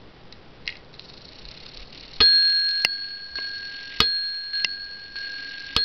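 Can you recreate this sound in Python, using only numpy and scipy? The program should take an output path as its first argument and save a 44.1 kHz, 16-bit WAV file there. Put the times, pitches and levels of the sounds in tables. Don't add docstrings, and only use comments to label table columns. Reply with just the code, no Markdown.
import sys
import numpy as np
from scipy import signal
from scipy.fft import rfft, irfft
from scipy.io import wavfile

SR = 44100
rng = np.random.default_rng(int(sys.argv[2]) if len(sys.argv) > 2 else 0)


def makeup_ratio(level_db):
    decades = np.asarray(level_db, float) / 20
    return 10 ** decades


def unload_audio(sound):
    columns = np.transpose(np.atleast_2d(sound))
    steps = np.round(np.clip(columns, -1, 1) * 32767)
    wavfile.write(sys.argv[1], SR, steps.astype(np.int16))


N = 257544
T = np.arange(N) / SR

OUTER_S, INNER_S = [2.20362, 4.00317, 5.76376], [2.84857, 4.64643]
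# (low partials [dB], high partials [dB], knock [dB], extra for the last split twin [dB])
OUTER_BLOWS = [
    (3.5, 3, 7.4, 0),
    (5.5, 3.5, 14, 0),
    (8, 5.5, 12, 0),
]
START_S, TOP_PER_S = .93, 45.397


def evened(x):
    return x / np.sqrt(np.mean(x ** 2) + 1e-20)


def add(mix, s, sound):
    part = mix[round(s * SR):][:len(sound)]
    part += sound[:len(part)]


def curve(rows):
    return np.interp(T, *np.transpose(rows))


def since(s):
    return np.maximum(T - s, 0)


def shaped(points):
    f, db = np.transpose(points)
    hz = np.fft.rfftfreq(N, 1 / SR)
    spectrum_db = np.interp(np.log(hz + 1), np.log(f + 1), db)
    return evened(irfft(rfft(rng.standard_normal(N)) * makeup_ratio(spectrum_db), N))


def ring(modes, scatter_db, rise, crack_db, crack_t60):
    t = T[:8000]
    hz, db, t60 = np.transpose(modes)[:, :, None]
    level_luck, phase_luck = rng.standard_normal((2, len(modes), 1))
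    decay = makeup_ratio(db + scatter_db * level_luck - 60 * t / t60)
    sound = (decay * np.sin(2 * np.pi * hz * t + phase_luck)).sum(0)
    thin_noise = np.diff(rng.standard_normal(len(t) + 1)) * 2
    sound += makeup_ratio(crack_db - 60 * t / crack_t60) * thin_noise
    sound *= 1 - np.exp(-t / rise)
    return sound / abs(sound).max()


def gain():
    step_s = [0, 2.2065, 2.8505, 3.3555, 4.006, 4.5335, 4.6475, 5.157, 5.7665]
    # (gain [dB], creep [dB/s])
    steps = [(2, -1.54), (-2.37, 4), (-9.5, -5.5), (0, -1.25), (-10.5, -4), (-1.7, -5), (-10.5, -5),
             (-0.94, 1), (-13.5, 7)]
    step = np.searchsorted(step_s, T, "right") - 1
    gain_db, creep = np.transpose(steps)[:, step]
    return makeup_ratio(gain_db + creep * (T - np.take(step_s, step)))


def duck():
    deepest_s, settle_db = 0.29, -5
    dips = [-18, -9, -26]
    duck_db = settle_db * np.minimum(since(OUTER_S[0]) / 0.22, 1)
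    for s, db in zip(OUTER_S, dips):
        lapse = since(s) / deepest_s
        duck_db = duck_db + db * (lapse * np.exp(1 - lapse)) ** 2
    return duck_db


def appliance_hum():
    # (frequency [Hz], level [dB])
    tones = [(120, -65.5), (387.6, -68.5), (506, -72.5), (807.5, -71)]
    hum = np.zeros(N)
    for hz, db in tones:
        waver = .4 * shaped([(.3, 2.5), (4, -15), (9, -60.0)])
        hum += makeup_ratio(db + 5.0) * np.sin(2 * np.pi * hz * T + waver)
    return hum


def hand(duck_db):
    push_db, push_duck, surge_s = -54, 1.1, 0.065
    # (time [s], level above the steady push [dB])
    surges = [(.24, 5), (.67, 7), (1.3, 3.5), (1.48, 11), (1.639, 6.5), (1.81, 12), (2.048, 5), (2.2, 13.5),
              (2.839, 6.5), (3.348, 13), (3.6, 6.5), (4.01, 11.5), (4.52, 9), (4.85, 10.5), (5.161, 11.5),
              (5.758, 15)]
    surge_db = sum(db * np.exp(-((T - s) / surge_s) ** 2) for s, db in surges)
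    rumble = shaped([(3, -3.5), (10, -6.5), (25, -10.5), (55, -10.5), (90, -33.5), (200, -48.0)])
    return makeup_ratio(push_db + push_duck * duck_db + surge_db) * rumble


def room():
    murmur_db = -50.5
    # (frequency [Hz], density [dB per Hz])
    air = [(35, -32.5), (60, -4.5), (135, -0.5), (276, -6), (513, -5.5), (553, -9.5), (620, -9.5),
           (2400, -22), (3500, -21.5), (5400, -35.5), (7020, -65), (11900, -120)]
    duck_db = duck()
    murmur = makeup_ratio(0.5) * shaped(air) + makeup_ratio(48) * appliance_hum()
    return makeup_ratio(murmur_db + duck_db) * murmur + hand(duck_db)


def table():
    # (frequency [Hz], lag [turns], level under the knock [dB], t60 [s])
    boards = [(421, 0.056, -28, 0.1), (461, 0.42, -26, 0.11)]
    # (frequency [Hz], density [dB per Hz])
    loose_parts = [(90, -3), (280, 2), (600, -5), (950, -4), (1500, -7), (3000, -2.5), (5400, -15)]
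    thud_db, thud_t60 = -24, 0.1
    out, t, jolt = np.zeros(N), T[:12000], shaped(loose_parts)
    for s, (_, _, knock_db, _) in zip(OUTER_S, OUTER_BLOWS):
        bloom = sum(makeup_ratio(db - 60 * t / t60) * np.sin(2 * np.pi * (hz * t + lag)) for hz, lag, db, t60 in boards)
        thud = makeup_ratio(thud_db - 60 * t / thud_t60) * np.roll(jolt, round(s * SR))[:len(t)]
        add(out, s, makeup_ratio(knock_db) * (bloom + thud) * (1 - np.exp(-t / .003)))
    return out


def speed():
    start_per_s, spin_up_s = 17.0, .7005
    return TOP_PER_S - (TOP_PER_S - start_per_s) * np.exp(-since(START_S) / spin_up_s)


def rattle(modes, level_db, calm, spread):
    # (time [s], slip [teeth])
    slip = [(1.85, 0), (2, .13), (2.15, -.15), (2.65, -.24), (3.15, .44), (3.4, .42), (3.9, .1),
            (4.4, -.07), (4.65, -.57), (4.9, -.55), (5.15, -.14), (5.83, .22)]
    start_teeth = -.31
    teeth = np.cumsum(speed() * (T > START_S)) / SR + start_teeth + curve(slip) + .5
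    tooth_db = 1.6 * rng.standard_normal(300)[np.clip(teeth, 0, 299).astype(int)]
    crowd = calm + np.exp(-((teeth % 1 - .5) / spread) ** 2)
    sizes = rng.standard_normal(N) * makeup_ratio(2.5 * np.minimum(rng.exponential(1, N), 4))
    struck = rng.random(N) < 3000 * crowd / SR
    taps = struck * sizes * np.sqrt(crowd) * makeup_ratio(tooth_db) + 0j
    taps += 0.83 * np.diff(np.floor(teeth + .5), prepend=0) * sizes
    rung = np.zeros(N)
    for k, (hz, width, db) in enumerate(modes):
        pole = np.exp((2j * np.pi * hz - np.pi * width) / SR)
        rung += (-1) ** k * makeup_ratio(db) * signal.lfilter([1], [1, -pole], taps).imag
    return evened(rung) * makeup_ratio(level_db) * (T > START_S)


def running_train():
    # (frequency [Hz], width [Hz], level [dB])
    fly = [(3823, 350, -7), (4410, 370, -1), (4716, 400, -5), (5524, 350, -3)]
    # (frequency [Hz], width [Hz], level [dB])
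    wheels = [(276.4, 16, -30), (2046, 500, -3.5), (2600, 340, -1.5), (2866, 320, -1), (3630, 400, -5)]
    # (time [s], level [dB])
    play = [(.93, -2.5), (1.7, 0), (1.94, 0.5), (2.15, -0.5), (2.45, 1.5), (2.7, -2), (3, 2), (3.4, -0.5),
            (3.55, -1.5), (4, 2), (4.5, 0.5), (4.65, 0.5), (4.9, 1.5), (5.1, 2.5), (5.25, 0), (5.84, 1.5)]
    fly_db, fly_per_speed = -43, .8
    wheels_db, wheels_per_speed = -47, 2
    hush_s, hush_length_s, hush_db = 1.84, .085, -7
    shake_db, shake_s = 4.5, 0.32
    speed_db = 20 * np.log10(speed() / TOP_PER_S)
    loose_db = curve(play) + hush_db * ((T > hush_s) & (T < hush_s + hush_length_s))
    shaking_db = sum(shake_db * np.exp(-since(s) / shake_s) * (T > s) for s in OUTER_S)
    fly_level_db = fly_db + fly_per_speed * speed_db + loose_db
    wheels_level_db = wheels_db + wheels_per_speed * speed_db + 1.8 * loose_db + shaking_db
    out = rattle(fly, fly_level_db, calm=0.13, spread=0.28)
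    return out + rattle(wheels, wheels_level_db, calm=0.36, spread=0.41)


def tooth_snaps():
    # (time [s], peak level [dB])
    landings = [(.9414, -34.5), (.9951, -25), (1.0555, -33.5), (1.0999, -28), (1.1403, -30.5),
                (1.1745, -33), (1.2516, -36), (1.3324, -33.5), (1.4531, -30.5), (1.488, -30.5),
                (1.514, -30), (1.5733, -31.5), (1.6034, -35.5), (1.6648, -25.5), (1.737, -35.5),
                (1.773, -29), (1.929, -38), (2.0522, -35.5), (2.2694, -33.5), (2.4074, -38),
                (2.6653, -35.5), (2.6898, -25.5), (2.7112, -25.5), (3.3737, -40), (5.1847, -42)]
    # (frequency [Hz], level [dB], t60 [s])
    tick = [(2720, -10.5, 0.0089), (3743, -4.5, .008), (4090, -1.5, 0.014), (5040, -0.5, .008),
            (5780, -10, 0.013)]
    out = np.zeros(N)
    for s, db in landings:
        add(out, s, makeup_ratio(db + 11.0) * ring(tick, 2.9, 0.000041, 1, .006))
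    return out


def hammer_hops():
    # (frequency [Hz], level [dB], t60 [s])
    snap = [(2230, -12.5, 0.019), (2754, -2.5, 0.019), (3520, -2, 0.014), (4570, 9, 0.002),
            (4980, -6.5, 0.024), (5110, -0.5, 0.018)]
    first_hops_s, first_hops_db = [.057, .0553, .056], [-24.5, -25, -26]
    shrink, hops, loss_db, scatter_db = .87, 8, 0.3, 0.5
    k = np.arange(hops)
    out = np.zeros(N)
    for blow_s, first_s, first_db in zip(OUTER_S, first_hops_s, first_hops_db):
        hop_s = blow_s + np.cumsum(first_s * shrink ** k)
        hop_db = first_db + scatter_db * rng.standard_normal(hops) - loss_db * k
        for s, db in zip(hop_s, hop_db):
            add(out, s, makeup_ratio(db + 7) * ring(snap, 0.77, 0.00011, 2.5, 0.0089))
    return out


def lever():
    # (time [s], peak level [dB], share of the bright modes [0-1])
    bounces = [(0.325, -21, 0.86), (0.657, -26.5, 0.82), (0.6668, -25, 0.7), (0.6765, -5.5, 0.51),
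               (0.6794, -18, 0.8), (.6875, -33, 0.8), (0.6911, -15.5, 0.1), (.7004, -23.5, 1),
               (0.702, -22, 1), (0.7241, -22.5, 0.3), (0.754, -25.5, 0.5), (0.769, -29.5, 1),
               (0.7859, -47, 0.7), (0.846, -39, 1)]
    # (frequency [Hz], level [dB], t60 [s])
    dull_modes = [(1930, -23, .2), (2100, 1, .013), (2568, -7, .018), (2783, -2, .013), (3300, -4, .009)]
    # (frequency [Hz], level [dB], t60 [s])
    bright_modes = [(3892, -18, .06), (4150, -1, .011), (4700, -3, .008), (5050, -6, .01), (5450, -2, .008)]
    # (frequency [Hz], level [dB], t60 [s])
    catch_modes = [(400, -3, 0.02), (646, -8, 0.04), (1060, -1, 0.018), (2160, -2, 0.018),
                   (2830, 7, 0.0091)]
    catch_s, catch_db = 3.3855, -24
    out = np.zeros(N)
    for s, db, share in bounces:
        dull = ring(dull_modes, 0.82, 0.0011, -7.5, 0.0084)
        bright = ring(bright_modes, 1.5, 0.00056, -7, 0.0063)
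        add(out, s, makeup_ratio(db) * ((1 - share) * dull + share * bright))
    add(out, catch_s, makeup_ratio(catch_db) * ring(catch_modes, 1.1, 0.001, -22, 0.0072))
    return out


def bell(partials, rings, knock_hz, knock, times, blows, crack_db, crack_t60):
    out = np.zeros(N)
    for s, (low_db, high_db, knock_db, twin_db) in zip(times, blows):
        t = T[:N - round(s * SR)]
        for (hz, lag), (db, t60) in zip(partials, rings):
            db = db + (high_db if hz > 3000 else low_db) + twin_db * (hz == partials[-1][0])
            swell = 1 - np.exp(-t / .0045)
            add(out, s, makeup_ratio(db - 60 * t / t60) * np.sin(2 * np.pi * (hz * t + lag)) * swell)
        frame = ring(np.c_[knock_hz, knock], 0.55, 0.0011, crack_db, crack_t60)
        add(out, s - .0004, makeup_ratio(knock_db) * frame)
    return out


def inner_bell():
    # (frequency [Hz], lag [turns])
    partials = [(275, 0), (1615.75, 0), (3300, 0), (4352.1, -.05), (4342.6, -.3)]
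    # (level [dB], t60 [s])
    rings = [(-45.5, 1.2), (-26, 5), (-44, 3.6), (-15.5, 2.4), (-24.5, 2.3)]
    knock_hz = [190, 800, 2050, 2767, 4860, 3700, 5400]
    # (level [dB], t60 [s])
    knock = [(-32, 0.092), (-32.5, 0.017), (-3.5, 0.03), (3.5, 0.029), (9.5, 0.0078), (-9, 0.012),
             (4.5, 0.012)]
    # (low partials [dB], high partials [dB], knock [dB], extra for the last split twin [dB])
    blows = [
        (0, -0.5, 5.93, -0.5),
        (0, -5, 6.3, 5),
    ]
    return bell(partials, rings, knock_hz, knock, INNER_S, blows, crack_db=1, crack_t60=0.01)


def outer_bell():
    # (frequency [Hz], lag [turns])
    partials = [(275, 0), (1582.6, 0), (1648.3, .35), (3463.1, .6), (4256.6, .45), (4247.0, 0), (4266.1, 0)]
    # (level [dB], t60 [s])
    rings = [(-48.5, 0.75), (-33.5, 4.5), (-28.5, 4.5), (-38, 1.3), (-11, 2.4), (-34, 3.3), (-45, 0.74)]
    knock_hz = [60, 150, 860, 1249, 1884, 2010, 2435, 2541, 2961, 3362, 3779, 4565, 5033, 5120]
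    # (level [dB], t60 [s])
    knock = [(-9.5, 0.12), (-5.5, 0.012), (-25.5, 0.09), (-4, 0.062), (-11.5, 0.044), (-20, 0.18),
             (-25.5, 0.3), (-7, 0.063), (-3.5, 0.066), (-2, 0.12), (-5, 0.12), (-8, 0.081), (-15, 0.2),
             (0.5, 0.011)]
    return bell(partials, rings, knock_hz, knock, OUTER_S, OUTER_BLOWS, crack_db=4, crack_t60=0.062)


def scene():
    clicks = running_train() + tooth_snaps() + hammer_hops() + lever()
    tail = rng.standard_normal(9000) * makeup_ratio(-60 * T[:9000] / 0.32)
    wet = signal.fftconvolve(clicks, tail / np.linalg.norm(tail))[:N]
    bells = table() + inner_bell() + outer_bell()
    return (room() / gain() + clicks + makeup_ratio(-12) * wet + bells)[None]


def roll_off(x):
    return signal.sosfilt(signal.butter(12, 16660, fs=SR, output="sos"), x)


def record(dry):
    x = (dry[0] + 0.0004) * gain()
    full = np.sqrt(.5)
    slow = signal.resample_poly(x, 1, 4, window=("kaiser", 5.))
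    levels = np.clip(np.floor(slow / full * 128), -128, 127) / 128
    edge = signal.firwin(101, 5450, window=("kaiser", 9), fs=SR)
    back = signal.resample_poly(levels, 4, 1, window=edge)[:N]
    return roll_off(full * np.clip(back, -1, 1)[None])


dry = scene()
out = record(dry)
unload_audio(out)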